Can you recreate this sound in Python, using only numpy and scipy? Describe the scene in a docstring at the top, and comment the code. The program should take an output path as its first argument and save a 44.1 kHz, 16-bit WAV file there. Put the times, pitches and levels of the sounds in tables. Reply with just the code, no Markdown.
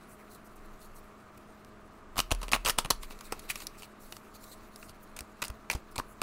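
"""Quiet room with a humming fan: hands shuffle small stiff cards over a table, close to a microphone.
Snaps: crackly noise bursts through edge colour, card ring and air pocket. Corner ticks: noise-driven pings.
Slides: high-passed friction hiss with fine catches, over a steady rustle. A short echo follows the cards.
Springy stand: decaying pushes, ringing and slow sway. Fan: shaped noise and wavering tones."""
import sys
import numpy as np
from scipy import signal
from scipy.fft import rfft, irfft
from scipy.io import wavfile
from scipy.ndimage import uniform_filter1d

SR = 44100
rng = np.random.default_rng(int(sys.argv[2]) if len(sys.argv) > 2 else 0)


def volts(x):
    """Linear amplitude factor 10**(x/20) for a level x in dB, scalar or array-like."""
    e = np.asarray(x, float) / 20
    return 10 ** e


def dump(signal):
    """Clip the signal to [-1, 1] and save it as 16-bit WAV at the path in sys.argv[1]."""
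    limited = np.clip(np.atleast_2d(signal).T, -1, 1)
    pcm = np.round(limited * 32767).astype(np.int16)
    wavfile.write(sys.argv[1], SR, pcm)


N = 274331

# card edges snapping free or slapping down: (time [s], relative snap level [dB],
# card ring over snap [dB], air pocket over snap [dB], main decay t60 [ms])
SNAP_EVENTS = [(1.648, -45, -7, -17, 4.4), (2.158, -41, -4, 7, 5), (2.1672, -40.5, -3, 10.5, 14),
               (2.1806, -24.5, -6, 1, 16.2), (2.1907, -21.5, 2, 3.5, 10.3), (2.202, -15, 0.5, -4, 5.7),
               (2.3079, -32, 2, 6, 8.4), (2.315, -23.5, 3.5, 3.5, 12.2), (2.3204, -23.5, -11, 0, 16),
               (2.349, -33, -20, -7, 6.1), (2.4157, -40.5, -4, 4, 21), (2.43, -37, -3, 3.5, 32.6),
               (2.4823, -36.5, 4, 3, 6.2), (2.4904, -39.5, 0, -7, 12.6), (2.517, -26, -1, -5, 11),
               (2.5214, -24, -8, -4, 19.6), (2.533, -18, 10.5, 4.5, 5.4), (2.5409, -23, 3, 2.5, 6.4),
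               (2.5489, -29.5, -2, 6.5, 19.3), (2.5611, -36.5, 9, 12, 13), (2.65, -27, -7, -2.5, 28),
               (2.6598, -21.5, 2.5, -11, 8.7), (2.6651, -28, 0.5, 4, 36.6), (2.677, -22.5, -18, 0, 10.4),
               (2.686, -22.5, -10, 0.5, 14), (2.696, -18, -6, -3.5, 14), (2.703, -25, -14, -13, 14),
               (2.7801, -40, -8, 9, 9.2), (2.7855, -16.5, -9.5, -2.5, 23), (2.848, -33.5, 1.5, 3, 14.6),
               (2.858, -33, -1, 2.5, 10), (2.904, -14, -16, -16, 11), (2.9065, -15.5, -10.5, -1.5, 18.1),
               (3.0328, -37, -9.5, -0.5, 11.7), (3.108, -45.5, 3.5, 6.5, 11.5),
               (3.19, -43.5, -20, -20, 6.7), (3.2093, -37, -14, -3.5, 9.9), (3.323, -28.5, -4, 3, 19),
               (3.394, -37.5, -23, -27, 15.7), (3.501, -29.5, 4.5, -11, 25),
               (3.5571, -29.5, -1.5, -7, 11.3), (3.6026, -41, -5, -4, 33), (3.62, -39.5, -8, -5, 13.7),
               (3.6692, -26.5, -29, -32, 6.6), (3.822, -39.5, -0.5, -2.5, 8.2), (3.832, -43, 5, -2, 9.1),
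               (4.124, -32, -1, -14, 8), (4.167, -35.5, -24, -5, 7), (4.76, -37.5, -26, -13, 8.1),
               (4.828, -48.5, 7, 6, 15), (4.895, -40.5, -12.5, -3, 5.5), (5.165, -40.5, -5.5, -2.5, 37),
               (5.1899, -29.5, -3.5, -21, 7.5), (5.2075, -28.5, -24, -13, 4), (5.42, -29, -4, -1, 19.4),
               (5.4248, -32, 6.5, 4.5, 10.8), (5.427, -29.5, 0, 0, 7.9), (5.438, -35, -6, 0, 6.1),
               (5.44, -27.5, -5, -4, 5.1), (5.4477, -32, -4, -10, 7.5), (5.451, -33, -20, -14, 24),
               (5.47, -46, 3, -12, 8.8), (5.4819, -31.5, -19, -8, 4.9), (5.501, -39, -6, 3, 6.8),
               (5.7002, -24, 6.5, -1, 11.08), (5.7124, -29.5, -2, -7.5, 40), (5.731, -30, -7, -0.5, 7),
               (5.736, -33, -13, -5, 9.7), (5.7505, -38.5, -10, 1, 26.4), (5.9585, -36.5, -4, -6, 9.7),
               (5.961, -36.5, -6, 1.5, 19), (5.981, -21.5, -4, -12, 3.5), (5.986, -33.5, -16, 7.5, 21.3),
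               (5.9944, -33, -8, -2, 9.5), (5.9977, -36, -21, 16, 8.4), (6.2167, -23, 0, 3, 7.5)]
# bare card edge spectrum: (frequency [Hz], relative density [dB per Hz])
EDGE_SPECTRUM = [(1500, -10), (3500, -4), (4500, 0), (7000, -4), (10000, -4), (13500, -14), (16500, -14.5)]
# brighter edges of loose cards facing the microphone: (frequency [Hz], relative boost [dB])
LOOSE_EDGE_BOOST = [(9000, 3), (13000, 6)]
# how the hands bow and cup the deck: (time [s], card ring [Hz], air pocket [Hz])
GRIP = [(2.185, 2830, 1150), (2.3, 2700, 1060), (2.79, 2870, 1080), (2.9, 2830, 1050), (3.5, 2330, 1260),
        (3.56, 2740, 1140), (5.43, 2470, 1270), (5.7, 2360, 1060)]
# card corners ticking past a thumb: (time [s], drive level [dB])
TICK_EVENTS = [(3.575, -47), (3.578, -45), (3.589, -49), (3.616, -52)]
# card faces and fingers sliding: (middle [s], level before taper and patches [dB], half-length [ms])
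SLIDE_EVENTS = [(.12, -61.5, 50), (.325, -59.5, 37), (0.354, -58.5, 14), (.462, -61.5, 27), (.565, -61, 11),
                (0.836, -58.5, 53), (.975, -60, 37), (1.378, -55.5, 5.6), (2.19, -35.5, 34),
                (2.44, -56, 16), (2.543, -32.5, 28), (2.686, -31.5, 38), (3.037, -51.5, 29),
                (3.117, -54, 22), (3.255, -55, 29), (3.505, -36, 23.7), (3.575, -53, 65),
                (3.627, -53.5, 35), (3.794, -53, 24), (3.838, -55, 32), (4.04, -59, 57), (4.14, -58.5, 72),
                (4.356, -56, 21), (4.44, -56.5, 12), (4.47, -58.5, 108), (4.531, -54, 21),
                (4.83, -60.5, 88), (4.898, -56.5, 23), (5.036, -61, 15), (5.92, -59.5, 14),
                (6.11, -62.5, 43)]
# friction hiss spectrum: (frequency [Hz], relative density [dB per Hz])
SLIDE_SPECTRUM = [(2600, 7.5), (3200, -3), (4100, 5.5), (5200, -3.5), (7000, -1), (10000, -1.5),
                  (16000, -4)]
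# steady rustle of hands and sleeves: (time [s], base level [dB])
RUSTLE_LEVEL = [(0, -66.5), (1.1, -67), (2.1, -72.5), (2.4, -62.5), (2.95, -62.5), (3.5, -56.5),
                (3.95, -68.5), (4.8, -62.5), (5.0, -68), (5.6, -66.5), (6.22, -66)]
# echo decay: (frequency [Hz], t60 [s])
ECHO_T60 = [(300, 0.1), (2000, 0.22), (12000, 0.15)]
# blows reaching the stand through the table: (time [s], push drive [dB], push pitch [Hz], stand ring [dB])
BLOWS = [(2.18, -43, 70, -39), (2.318, -30.5, 70, -28), (2.537, -47, 62, -33.5), (2.665, -38, 120, -62),
         (2.851, -36.5, 156, -46), (2.903, -54, 140, -43), (3.3235, -33, 453, -70), (4.894, -48, 90, -75),
         (5.207, -41.5, 58, -68), (5.498, -35.5, 56.3, -60), (5.749, -30, 61, -68), (5.98, -35.5, 92, -52)]
# slow sway of the stand: (time [s], level [dB])
SWAY_LEVEL = [(0, -81), (.75, -48.5), (1.3, -68.5), (2.6, -47), (3.0, -41), (3.6, -53.5), (4.6, -64),
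              (6.22, -54)]
# fan wash spectrum: (frequency [Hz], relative density [dB per Hz])
WASH_SPECTRUM = [(15, -8.5), (50, -8.5), (150, -13.5), (240, -12.5), (345, -11), (550, -18.5), (680, -15),
                 (850, -19.5), (1200, -12.5), (1700, -23), (2600, -30), (4000, -37.5), (8000, -42),
                 (16500, -69)]
# fan tones: (multiple of HUM_HZ [-], rms level [dB])
HUM_TONES = [(2, -62.5), (4, -69), (6, -68)]

CARD_WIDTH_HZ, POCKET_WIDTH_HZ = 770, 370
# strong card rings (whole card bends) take the low grip pitch; faint ones (a corner flicks) rise
# to CORNER_HZ, the faintest beyond it
CORNER_HZ, BEND_KNEE_DB, BEND_RANGE_DB = 4260, -11.5, 2.5
RIFFLE_END_S = 3.0  # later cards are loose
TICK_HZ, TICK_WIDTH_HZ = 8200, 410
# the harder the faces press, the lower the hiss reaches: from LIGHT_HZ at LIGHT_DB down to FULL_HZ
LIGHT_HZ, LIGHT_DB, DB_PER_OCTAVE, FULL_HZ = 5220, -61.5, 5, 1460
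STAND_HZ, STAND_T60_S = 38, 0.88
SWAY_HZ, SWAY_WIDTH_HZ = 22, 4.3
KNOCK_HZ = 295  # a blow pitched this high rings for twice as many cycles as a dull push
HUM_HZ, WASH_DB = 105.2, -54.5
BAND_EDGE_HZ = 15760


def evened(x):
    """Scales to rms 1."""
    return x / np.sqrt(np.mean(x ** 2) + 1e-20)


def read(points, hz):
    """Reads a spectrum on a log-frequency axis."""
    point_hz, value = np.transpose(points)
    return np.interp(np.log(hz + 1), np.log(point_hz + 1), value)


def curve(rows):
    """Gain per sample from (time [s], level [dB]) rows."""
    return volts(np.interp(np.arange(N) / SR, *np.transpose(rows)))


def add(mix, time_s, sound):
    """Mixes a sound in at time_s."""
    part = mix[max(round(time_s * SR), 0):][:len(sound)]
    part += sound[:len(part)]


def colour(points, size=1024):
    """Causal minimum-phase filter of energy 1 with the given spectrum."""
    half = np.log(volts(read(points, np.fft.rfftfreq(size, 1 / SR))))
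    full = signal.hilbert(np.r_[half, half[-2:0:-1]])
    taps = np.fft.ifft(np.exp(np.conj(full))).real
    return taps / np.linalg.norm(taps)


def ring(hz, width_hz, size=1024):
    """Impulse response of energy 1 of one damped mode."""
    t_s = np.arange(size) / SR
    taps = np.exp(-np.pi * width_hz * t_s) * np.sin(2 * np.pi * hz * t_s)
    return taps / np.linalg.norm(taps)


def crackle(spread_db, clump):
    """Noise whose size jumps in clumps of samples, as fibres catch and let go."""
    size_db = spread_db * evened(uniform_filter1d(rng.standard_normal(N), size=clump))
    return evened(volts(size_db) * rng.standard_normal(N))


def fuzzy_tone(hz, width_hz):
    """Noise in a narrow resonance: a carrier under doubly low-passed complex noise."""
    pole = np.exp(-np.pi * width_hz / SR)
    slow = rng.standard_normal(N + SR) + 1j * rng.standard_normal(N + SR)
    slow = signal.lfilter([1], np.convolve([1, -pole], [1, -pole]), slow)[SR:]
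    carrier = np.exp(2j * np.pi * hz * np.arange(N) / SR)
    return evened((slow * carrier).real)


def patchy(x, spread_db, size=10):
    """Colours in patches, about 1 kHz by size frames of 1.5 ms, as cards bend and hands cover them."""
    z = signal.stft(x, nperseg=256, noverlap=192)[2]
    patches = uniform_filter1d(rng.standard_normal(z.shape), size=6, axis=0)
    patches = uniform_filter1d(patches, size=size, axis=1)
    z = z * volts(spread_db * evened(patches))
    return signal.istft(z, nperseg=256, noverlap=192)[1][:len(x)]


def burst_through(taps, grit, at, shape, blow_db):
    """Shaped grit with a one-sample blow at its peak, through taps, scaled to the energy of the shape."""
    burst = np.take(grit, at + np.arange(len(shape)), mode="wrap") * shape
    burst[shape.argmax()] -= volts(blow_db) * shape.max()
    sound = signal.oaconvolve(burst, taps)
    return sound * np.linalg.norm(shape) / np.linalg.norm(sound)


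def snaps(rise_share=.09, tail_db=-16, tail_factor=4, pocket_lag_ms=1.3, crack_db=13, knock_db=17):
    """Sharp crack in a crackly burst: bare edge noise, the card's bending ring, the air pocket below."""
    t_ms, edge, body = np.arange(4000) / SR * 1000, np.zeros(N), np.zeros(N)
    grit, bare = crackle(2.84, clump=30), colour(EDGE_SPECTRUM, size=256)
    bright = np.convolve(bare, colour(LOOSE_EDGE_BOOST, size=64))
    bright /= np.linalg.norm(bright)
    grip_s, grip_card_hz, grip_pocket_hz = np.transpose(GRIP)

    for time_s, snap_db, card_db, pocket_db, t60_ms in SNAP_EVENTS:
        rise_ms = rise_share * t60_ms  # long slaps land gradually, short snaps at once
        rise = 1 - np.exp(-(t_ms / rise_ms) ** 2)
        flutter = volts(tail_db - 60 * t_ms / (tail_factor * t60_ms))
        shape = volts(snap_db) * rise * (volts(-60 * t_ms / t60_ms) + flutter)
        start_s, at = time_s - rise_ms / 1000, round(time_s * SR)

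        edge_taps = bare if time_s < RIFFLE_END_S else bright
        add(edge, start_s, burst_through(edge_taps, grit, at, shape, crack_db))

        corner = 1 / (0.5 + np.exp((card_db - BEND_KNEE_DB) / BEND_RANGE_DB))
        card_hz = np.interp(time_s, grip_s, grip_card_hz) * (1 - corner) + CORNER_HZ * corner
        bend = ring(card_hz, CARD_WIDTH_HZ, size=128)
        bend = np.convolve(bend, bend)  # steep flanks
        add(body, start_s, volts(card_db) * burst_through(bend, grit, at + SR, shape, knock_db))

        pocket = ring(np.interp(time_s, grip_s, grip_pocket_hz), POCKET_WIDTH_HZ)
        squeezed = volts(pocket_db) * burst_through(pocket, grit, at + 2 * SR, shape, knock_db)
        add(body, start_s + pocket_lag_ms / 1000, squeezed)  # air is squeezed last
    return volts(2.5) * (patchy(edge, 2.2) + body)


def ticks():
    """Each corner gives one tiny bright ping: a short noise burst drives a damped mode."""
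    out, ping = np.zeros(N), ring(TICK_HZ, TICK_WIDTH_HZ, size=128)
    for time_s, drive_db in TICK_EVENTS:
        add(out, time_s, volts(drive_db) * np.convolve(rng.standard_normal(60), ping))
    return out


def slides(catches_per_s=400, catch_db=0, firm_db=-48, light_taper=.8):
    """Friction hiss swells and fades per stroke, with fine ticks as edges catch, over steady rustle."""
    catches = (rng.random(N) < catches_per_s / SR) * rng.exponential(1, N)
    catches = volts(catch_db) * signal.lfilter([1], [1, -.97], catches)  # each dies in about 1 ms
    hiss = signal.oaconvolve(crackle(1.7, clump=60), colour(SLIDE_SPECTRUM))[:N]
    # sleeves stir in short brushes
    stirring = volts(2.16 * evened(uniform_filter1d(rng.standard_normal(N), size=1500)))
    out = curve(RUSTLE_LEVEL) * stirring * hiss
    for middle_s, level_db, half_ms in SLIDE_EVENTS:
        start_s = middle_s - half_ms / 1000
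        taper = 1 if level_db > firm_db else light_taper
        stroke = signal.windows.tukey(round(2 * half_ms / 1000 * SR), taper)
        under = slice(round(start_s * SR), round(start_s * SR) + len(stroke))
        catching = min(volts(level_db - firm_db), 1) * catches[under]  # light brushes hardly catch
        lowest_hz = max(LIGHT_HZ * 2 ** ((LIGHT_DB - level_db) / DB_PER_OCTAVE), FULL_HZ)
        high_pass = signal.butter(3, lowest_hz, "high", fs=SR, output="sos")
        rub = evened(signal.sosfilt(high_pass, hiss[under] * (1 + catching)))
        add(out, start_s, volts(level_db) * stroke * rub)
    return patchy(out, 2.8, size=24)


def echo(x):
    """Short diffuse return from the table top and things on it: noise decaying per frequency."""
    taps = rng.standard_normal(SR // 4) * (np.arange(SR // 4) > 130)  # silent first 3 ms
    hz, t_s, z = signal.stft(taps, SR, nperseg=128)
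    decay = volts(-60 * t_s / read(ECHO_T60, hz)[:, None])
    tail = signal.istft(z * decay, SR, nperseg=128)[1]
    return signal.oaconvolve(x, tail / np.linalg.norm(tail))[:N]


def stand(push_cycles=0.58, rise_cycles=0.11, rough=0.33, rough_hz=500):
    """Each blow is a rough decaying push that sets the stand ringing; it also sways slowly."""
    t_s = np.arange(SR) / SR
    out = curve(SWAY_LEVEL) * fuzzy_tone(SWAY_HZ, SWAY_WIDTH_HZ)
    low_pass = signal.butter(2, rough_hz, fs=SR, output="sos")
    judder = evened(signal.sosfilt(low_pass, rng.standard_normal(SR)))
    for time_s, push_db, push_hz, ring_db in BLOWS:
        decay = np.exp(-t_s * push_hz / (push_cycles * (1 + push_hz / KNOCK_HZ)))
        rise = 1 - np.exp(-t_s * push_hz / rise_cycles)
        push = 2 * volts(push_db) * rise * decay * np.sin(2 * np.pi * push_hz * t_s)
        push *= 1 + rough * np.roll(judder, round(time_s * SR))
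        ringing = volts(ring_db - 60 * t_s / STAND_T60_S) * np.sin(2 * np.pi * STAND_HZ * t_s)
        add(out, time_s, push + ringing)
    return out


def fan(waver=0.00811):
    """Wash of shaped noise, and tones whose common speed wavers slightly (rms share)."""
    wash_gain = volts(read(WASH_SPECTRUM, np.fft.rfftfreq(N, 1 / SR)))
    wash = irfft(rfft(rng.standard_normal(N)) * wash_gain, N)
    speed = 1 + waver * evened(uniform_filter1d(rng.standard_normal(N), size=6000))
    turns = np.cumsum(HUM_HZ * speed) / SR
    tones = np.zeros(N)
    for multiple, level_db in HUM_TONES:
        phase_turns = multiple * turns + rng.random()
        tones += volts(level_db) * np.sqrt(2) * np.sin(2 * np.pi * phase_turns)
    return volts(WASH_DB) * evened(wash) + tones


def scene():
    """Cards with their echo, the shaken stand and the fan."""
    cards = snaps() + ticks() + slides()
    return (cards + volts(-18.5) * echo(cards) + stand() + fan())[None]


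def roll_off(x):
    """The treble ends steeply here."""
    return signal.sosfilt(signal.butter(12, 16990, fs=SR, output="sos"), x)


def record(dry):
    """Steep low-pass band edge that lets a trace of the treble through."""
    low_pass = signal.firwin(801, BAND_EDGE_HZ, window=("kaiser", 8), fs=SR)
    kept = signal.oaconvolve(dry, low_pass[None], "same")
    mix = kept + volts(-28) * (dry - kept)
    return roll_off(mix)


dry = scene()
out = record(dry)
dump(out)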